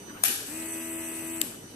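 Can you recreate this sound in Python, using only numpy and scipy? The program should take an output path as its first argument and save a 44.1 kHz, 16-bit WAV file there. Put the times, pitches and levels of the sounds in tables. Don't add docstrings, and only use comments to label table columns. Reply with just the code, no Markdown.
import sys
import numpy as np
from scipy import signal
from scipy.fft import rfft, irfft, next_fast_len
from scipy.io import wavfile
from scipy.ndimage import uniform_filter1d, minimum_filter1d, map_coordinates

SR = 44100
rng = np.random.default_rng(int(sys.argv[2]) if len(sys.argv) > 2 else 0)


def magnitude_from_level(level_db):
    exponent = np.asarray(level_db, float) / 20
    return 10 ** exponent


def dump_mix(stems):
    frames = np.atleast_2d(stems).T
    limited = np.clip(frames, -1, 1)
    pcm = np.round(limited * 32767).astype(np.int16)
    wavfile.write(sys.argv[1], SR, pcm)


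N = 77175


def unit(x):
    return x / np.sqrt(np.mean(x ** 2) + 1e-20)


def along(points, hz):
    f, v = np.transpose(points)
    return np.interp(np.log(hz + 1), np.log(f + 1), v)


def over_time(points):
    return np.interp(np.arange(N) / SR, *np.transpose(points))


def wobble(rate):
    knots = rng.standard_normal(int(N * 100 / SR) + 4)
    return map_coordinates(knots, [np.arange(N) * min(rate, 99) / SR])


def filtered(x, response):
    m = next_fast_len(N + 8192)
    return irfft(rfft(x, m) * response(np.fft.rfftfreq(m, 1 / SR)), m)[..., :N]


def rush(gain, patchy_db):
    # pitch_hz, left-right likeness (0-1)
    alike = [(60, 0.48), (150, 0.98), (350, 0.9), (700, 0.17), (1400, 0.007), (15000, 0.0068)]
    z = signal.stft(rng.standard_normal((2, N)), nperseg=512)[2]
    patches = uniform_filter1d(rng.standard_normal(z.shape[1:]), size=5, axis=0)
    patches = uniform_filter1d(patches, size=6, axis=1)
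    pair = signal.istft(z * magnitude_from_level(patchy_db * unit(patches)), nperseg=512)[1][:, :N]

    def mid_and_side(hz):
        turn = np.arccos(np.clip(along(alike, hz), -1, 1)) / 2
        return gain(hz) * [np.cos(turn), np.sin(turn)]
    mid, side = filtered(pair, mid_and_side)
    return unit(np.array([mid + side, mid - side]))


def rumble():
    # pitch_hz, level_db per Hz
    colour = [(25, -23), (55, -19), (80, -10), (160, -4.5), (300, 2.34), (700, -10.5), (1800, -16.5),
              (12000, -22.5)]
    # time_s, level_db
    distant = [(0, 2.5), (.15, 2), (.45, 1.5), (.56, -1), (1.38, -1), (1.46, 5), (1.6, 1.5), (1.75, 1)]
    level_db = -47.5 + over_time(distant) + 0.32 * wobble(7.6)
    return magnitude_from_level(level_db) * rush(lambda hz: magnitude_from_level(along(colour, hz)), patchy_db=2.5)


def whines():
    pitches = [50, 108, 218, 404, 1190, 13720, 8441, 9290, 3004]
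    # level_db (rms), left_over_right_db
    levels = [(-68.5, 2), (-61, 1.5), (-64, 0), (-65, -23), (-90, -9), (-68.5, 14), (-72, -29), (-68, 15),
              (-66, -9)]
    # time_s, level_db (rms)
    charger_level = [(0, -60), (.1, -52), (.15, -63), (.22, -59), (.6, -63), (.72, -54), (.86, -55),
                     (.93, -66), (1.0, -59), (1.07, -55), (1.11, -63), (1.2, -57), (1.38, -63), (1.6, -65),
                     (1.64, -59), (1.75, -61)]
    t = np.arange(N) / SR
    total = np.zeros((2, N))
    for hz, (db, pan_db) in zip(pitches, levels):
        fade_db = -2 * t * (4000 < hz < 9000)
        level_db = db + 2.6 * np.tanh(wobble(21.7)) + fade_db
        tone = np.sqrt(2) * magnitude_from_level(level_db) * np.sin(2 * np.pi * hz * t + 0.9 * wobble(29.78))
        total += tone * magnitude_from_level([[pan_db / 2], [-pan_db / 2]])
    charger = magnitude_from_level(over_time(charger_level) + 1.5 * wobble(40))
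    charger = charger * np.sin(2 * np.pi * 6007 * t + 1.1 * wobble(60))
    pan_db = -20
    return total + 1.75 * charger * magnitude_from_level([[pan_db / 2], [-pan_db / 2]]) * magnitude_from_level(5.5 - abs(pan_db) / 2)


def sleeve():
    # time_s, level_db
    rustle = [(0, -58), (.085, -62.5), (.1, -49.5), (.17, -50), (.22, -54.5), (.4, -83)]
    colour = [(500, 6.5), (1500, 12.0), (10000, -22.5)]  # pitch_hz, level_db
    cloth = rush(lambda hz: magnitude_from_level(along(colour, hz)), patchy_db=-5.5)
    return magnitude_from_level(over_time(rustle) + wobble(53.5)) * cloth


def cable():
    # time_s, level_db
    ticks = [
        (.1, -63),
        (0.151, -38),
    ]
    colour = [(6000, -38), (9200, 31.0), (12000, -60)]  # pitch_hz, level_db
    t = np.arange(N) / SR
    shape = sum(magnitude_from_level(db) * np.exp(-abs(t - s) / 0.0012) for s, db in ticks)
    return shape * rush(lambda hz: magnitude_from_level(along(colour, hz)), patchy_db=8)


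def echoes(tone, start_s, room_db):
    # pitch_hz, fade_s
    walls = [(300, 0.79), (1600, 0.87), (2200, 0.58), (4000, 0.79), (8000, 0.82), (12000, 0.5),
             (13000, 0.43), (14000, 0.34)]
    # pitch_hz, level_db
    wall_tone = [(300, -15), (1600, 0.5), (4000, 0), (8000, -3.5), (12000, -2), (14000, -1.5)]
    # pitch_hz, width_hz, level_db
    room_modes = [(766, 78, 8), (1632, 48, 9), (2100, 100, -11), (2450, 190, 4), (2950, 102, 5.5),
                  (3440, 160, 1), (3580, 90, 4.5), (1096, 57, -10)]
    hz, u, z = signal.stft(rng.standard_normal((2, SR)), SR, nperseg=128)
    lumps_db = 3 * np.tanh(rng.standard_normal(len(u))) * np.exp(-u / .1)
    colour_db = (along(wall_tone, hz) + along(tone, hz))[:, None]
    fade_db = 60 * u / along(walls, hz)[:, None]
    tail = signal.istft(z * magnitude_from_level(lumps_db + colour_db - fade_db), SR, nperseg=128)[1]

    def modes(f):
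        return magnitude_from_level(sum(db * np.exp(-((f - c) / w) ** 2) for c, w, db in room_modes))
    tail = filtered(tail, modes)
    tail = tail * np.minimum(np.arange(tail.shape[1]) / (.002 * SR), 1)
    first_wall_s = .008
    delay = round((start_s + first_wall_s) * SR)
    return magnitude_from_level(room_db) * np.pad(tail / np.linalg.norm(tail[0]), ((0, 0), (delay, N)))[:, :N]


def crack(bursts, tone, modes, room_db):
    t = np.arange(N) / SR
    shape = 0
    for s, db, rise, fall in bursts:
        shape = shape + magnitude_from_level(db) * np.exp(-np.where(t < s, (s - t) / rise, (t - s) / fall))
    ring = 0
    for hz, db in modes:
        ring = ring + magnitude_from_level(db) * np.sin(2 * np.pi * hz * t + rng.uniform(0, 2 * np.pi, (2, 1)))
    noise = rush(lambda hz: magnitude_from_level(along(tone, hz)), patchy_db=1)
    near = shape * (.35 * unit(ring) + .65 * noise)
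    near = filtered(near, lambda f: f ** 2 / (f ** 2 + 300 ** 2))
    near = near / np.linalg.norm(near, axis=1)[:, None]
    near = near * magnitude_from_level([[1], [-1]])
    return (near + echoes(tone, bursts[0][0], room_db)) * np.linalg.norm(shape)


def snap():
    # start_s, level_db, rise_s, fall_s
    bursts = [
        (.2377, -11.5, 0.00088, 0.00045),
        (.2396, -13.5, .0004, 0.00043),
        (.241, -25.5, 0.0025, 0.0061),
    ]
    # pitch_hz, level_db per Hz
    tone = [(170, -34), (600, -6.5), (1000, -10.5), (1620, -6), (3300, -5.5), (4200, -7), (9900, 1),
            (11800, 5)]
    # pitch_hz, level_db
    modes = [(700, -0.5), (1250, -4), (1620, -7), (3550, -2), (5600, -3), (7000, -0.5), (9900, 9.5),
             (11500, 4.5)]
    return magnitude_from_level(6) * crack(bursts, tone, modes, room_db=3.5)


def button():
    # start_s, level_db, rise_s, fall_s
    bursts = [
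        (1.4150, -16, .0005, .0004),
        (1.4160, -13, .0003, .0004),
        (1.4175, -22, .0004, .0012),
    ]
    # pitch_hz, level_db per Hz
    tone = [(1300, -35), (2100, -7.5), (3000, -10), (5000, -10), (5900, -11.5), (7500, -2), (9500, -7.5),
            (11800, 1.5)]
    # pitch_hz, level_db
    modes = [(2150, 2), (3000, 5), (3800, -4.5), (4900, 0.5), (7400, 11), (8300, 2), (10200, 9),
             (11700, 7.5)]
    return magnitude_from_level(6) * crack(bursts, tone, modes, room_db=-10)


def shaft_hum(speed, angle, effort_db):
    orders = [(1, -22), (2, -22), (3, -8.5), (4, 0), (5, -19), (6, -27), (7, -20.5), (8, -14), (9, -27),
              (10, -28), (11, -22), (12, -19), (13, -30), (14, -27), (15, -23), (16, -21), (17, -32),
              (18, -27), (19, -25), (20, -22), (21, -21), (22, -27), (23, -23), (24, -16), (25, -19),
              (26, -30), (27, -18), (28, -38), (29, -35), (30, -22), (31, -16), (32, -28), (33, -20),
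              (34, -23), (35, -25), (36, -30), (37, -30)]
    # turns per s, level_db
    case = [(40, -16), (60, -13), (68, -4), (82, 0)]
    hum = np.zeros((2, N))
    for k, db in orders:
        start = rng.uniform(0, 2 * np.pi)
        side_db = 2.5 * rng.normal() * min(k / 24, 1)
        shift = np.pi * k * speed * 4e-5 * rng.normal(1, 1)
        left = magnitude_from_level(side_db / 2) * np.sin(k * angle + start - shift)
        right = magnitude_from_level(-side_db / 2) * np.sin(k * angle + start + shift)
        level_db = db + 1.2 * wobble(14.04) + 0.019 * k * effort_db
        hum += magnitude_from_level(level_db) * np.array([left, right])
    return np.sqrt(2) * magnitude_from_level(-44 + effort_db + along(case, speed)) * hum


def nozzle_hiss(angle, effort_db):
    # pitch_hz, level_db per Hz
    nozzle = [(150, -59), (600, -17), (2700, -19.5), (4000, -21), (6500, -20), (9500, -11), (11900, -10),
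              (14000, -2)]
    # pitch_hz, width_hz, level_db
    jet = [(8064, 454, 0), (2690, 300, -7)]
    puff_depths = [(1, .1), (3, .15), (4, .22)]

    def colour(f):
        peaks = sum(magnitude_from_level(db) * f * w / abs(c * c - f * f + 1j * f * w) for c, w, db in jet)
        return magnitude_from_level(along(nozzle, f)) + peaks ** 2
    air = rush(colour, patchy_db=1.6)
    puffs = 1 + sum(depth * np.cos(k * angle + k * k) for k, depth in puff_depths)
    return magnitude_from_level(-34 + 1.34 * effort_db + 0.47 * wobble(29)) * puffs * air


def pump():
    # time_s, level_db
    effort = [
        (.3, -47),
        (.4, -40),
        (.47, 1),
        (.52, 2),
        (.6, 2.6),
        (1.42, 2.5),
        (1.47, 0.5),
        (1.54, -6),
        (1.62, -12.5),
        (1.75, -16),
    ]
    t = np.arange(N) / SR
    on_s, spin_up_s, off_s, coast_s = .42, .036, 1.417, .22
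    spin_up = 1 - np.exp(-np.maximum(t - on_s, 0) / spin_up_s)
    coast = np.exp(-np.maximum(t - off_s, 0) / coast_s)
    speed = 81.74 * spin_up * coast
    angle = 2 * np.pi * np.cumsum(speed) / SR + .01 * wobble(23.17)
    effort_db = over_time(effort)
    return shaft_hum(speed, angle, effort_db) + nozzle_hiss(angle, effort_db)


def scene():
    return rumble() + whines() + sleeve() + cable() + snap() + button() + pump()


def ports(dry):
    # pitch_hz, left_over_right_db
    left_over_right = [(200, -0.5), (400, 4.5), (700, -1.5), (4400, 1), (8000, 1.2), (10000, 5),
                       (11800, 11.5), (14000, 13.5)]

    def response(hz):
        tilt = along(left_over_right, hz)
        edge_hz = 12060
        both = np.where(hz > edge_hz, -9.5 - 20 * np.exp(-abs(hz - edge_hz) / 510), 0)
        both = both - 30 * np.clip((hz - 14300) / 2000, 0, 2)
        both = both + 5 * np.exp(-((hz - 11750) / 450) ** 2)
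        left = np.minimum(tilt / 2, 2)
        return magnitude_from_level(both + np.array([left, left - tilt]))
    return filtered(dry, response)


def thinned(x):
    # pitch_hz, level_db
    mute = [(700, -52), (1400, -45), (2300, -41), (3500, -39.3), (5000, -39.3), (7200, -37), (11900, -42),
            (12100, -39)]
    size, first = 1024, 124
    edges = (np.diff(x, append=0) ** 2).sum(0)
    calm = uniform_filter1d(edges, size=128) < magnitude_from_level(2 * 6) * uniform_filter1d(edges, size=2 * size)
    calm = uniform_filter1d(minimum_filter1d(calm * 1., size=256), size=96)
    k = np.arange(2 * size)[:, None] + .5
    window = np.sqrt(2 / size) * np.sin(np.pi * k / (2 * size))
    basis = window * np.cos(np.pi / size * (k + size / 2) * k[:size].T)
    lead = 2 * size - first
    blocks = np.pad(x * calm, ((0, 0), (lead, 2 * size + -(N + lead) % size))).reshape(2, -1, size)
    z = np.concatenate([blocks[:, :-1], blocks[:, 1:]], axis=2) @ basis
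    power = z ** 2
    limit = power.sum(2).mean(0)[:, None] * magnitude_from_level(2 * along(mute, k[:size, 0] * SR / (2 * size)))
    band = np.repeat(power.mean(0).reshape(-1, size // 8, 8).mean(2), 8, axis=1)
    keep = (power > limit) & (band > limit * magnitude_from_level(2 * 0.3))
    back = (z * keep) @ basis.T
    joined = (back[:, 1:, :size] + back[:, :-1, size:]).reshape(2, -1)
    return joined[:, lead - size:][:, :N] + x * (1 - calm)


def low_pass(x):
    return signal.sosfilt(signal.butter(12, 16380, fs=SR, output="sos"), x)


def record(dry):
    mix = thinned(ports(dry))
    return low_pass(mix)


dry = scene()
out = record(dry)
dump_mix(out)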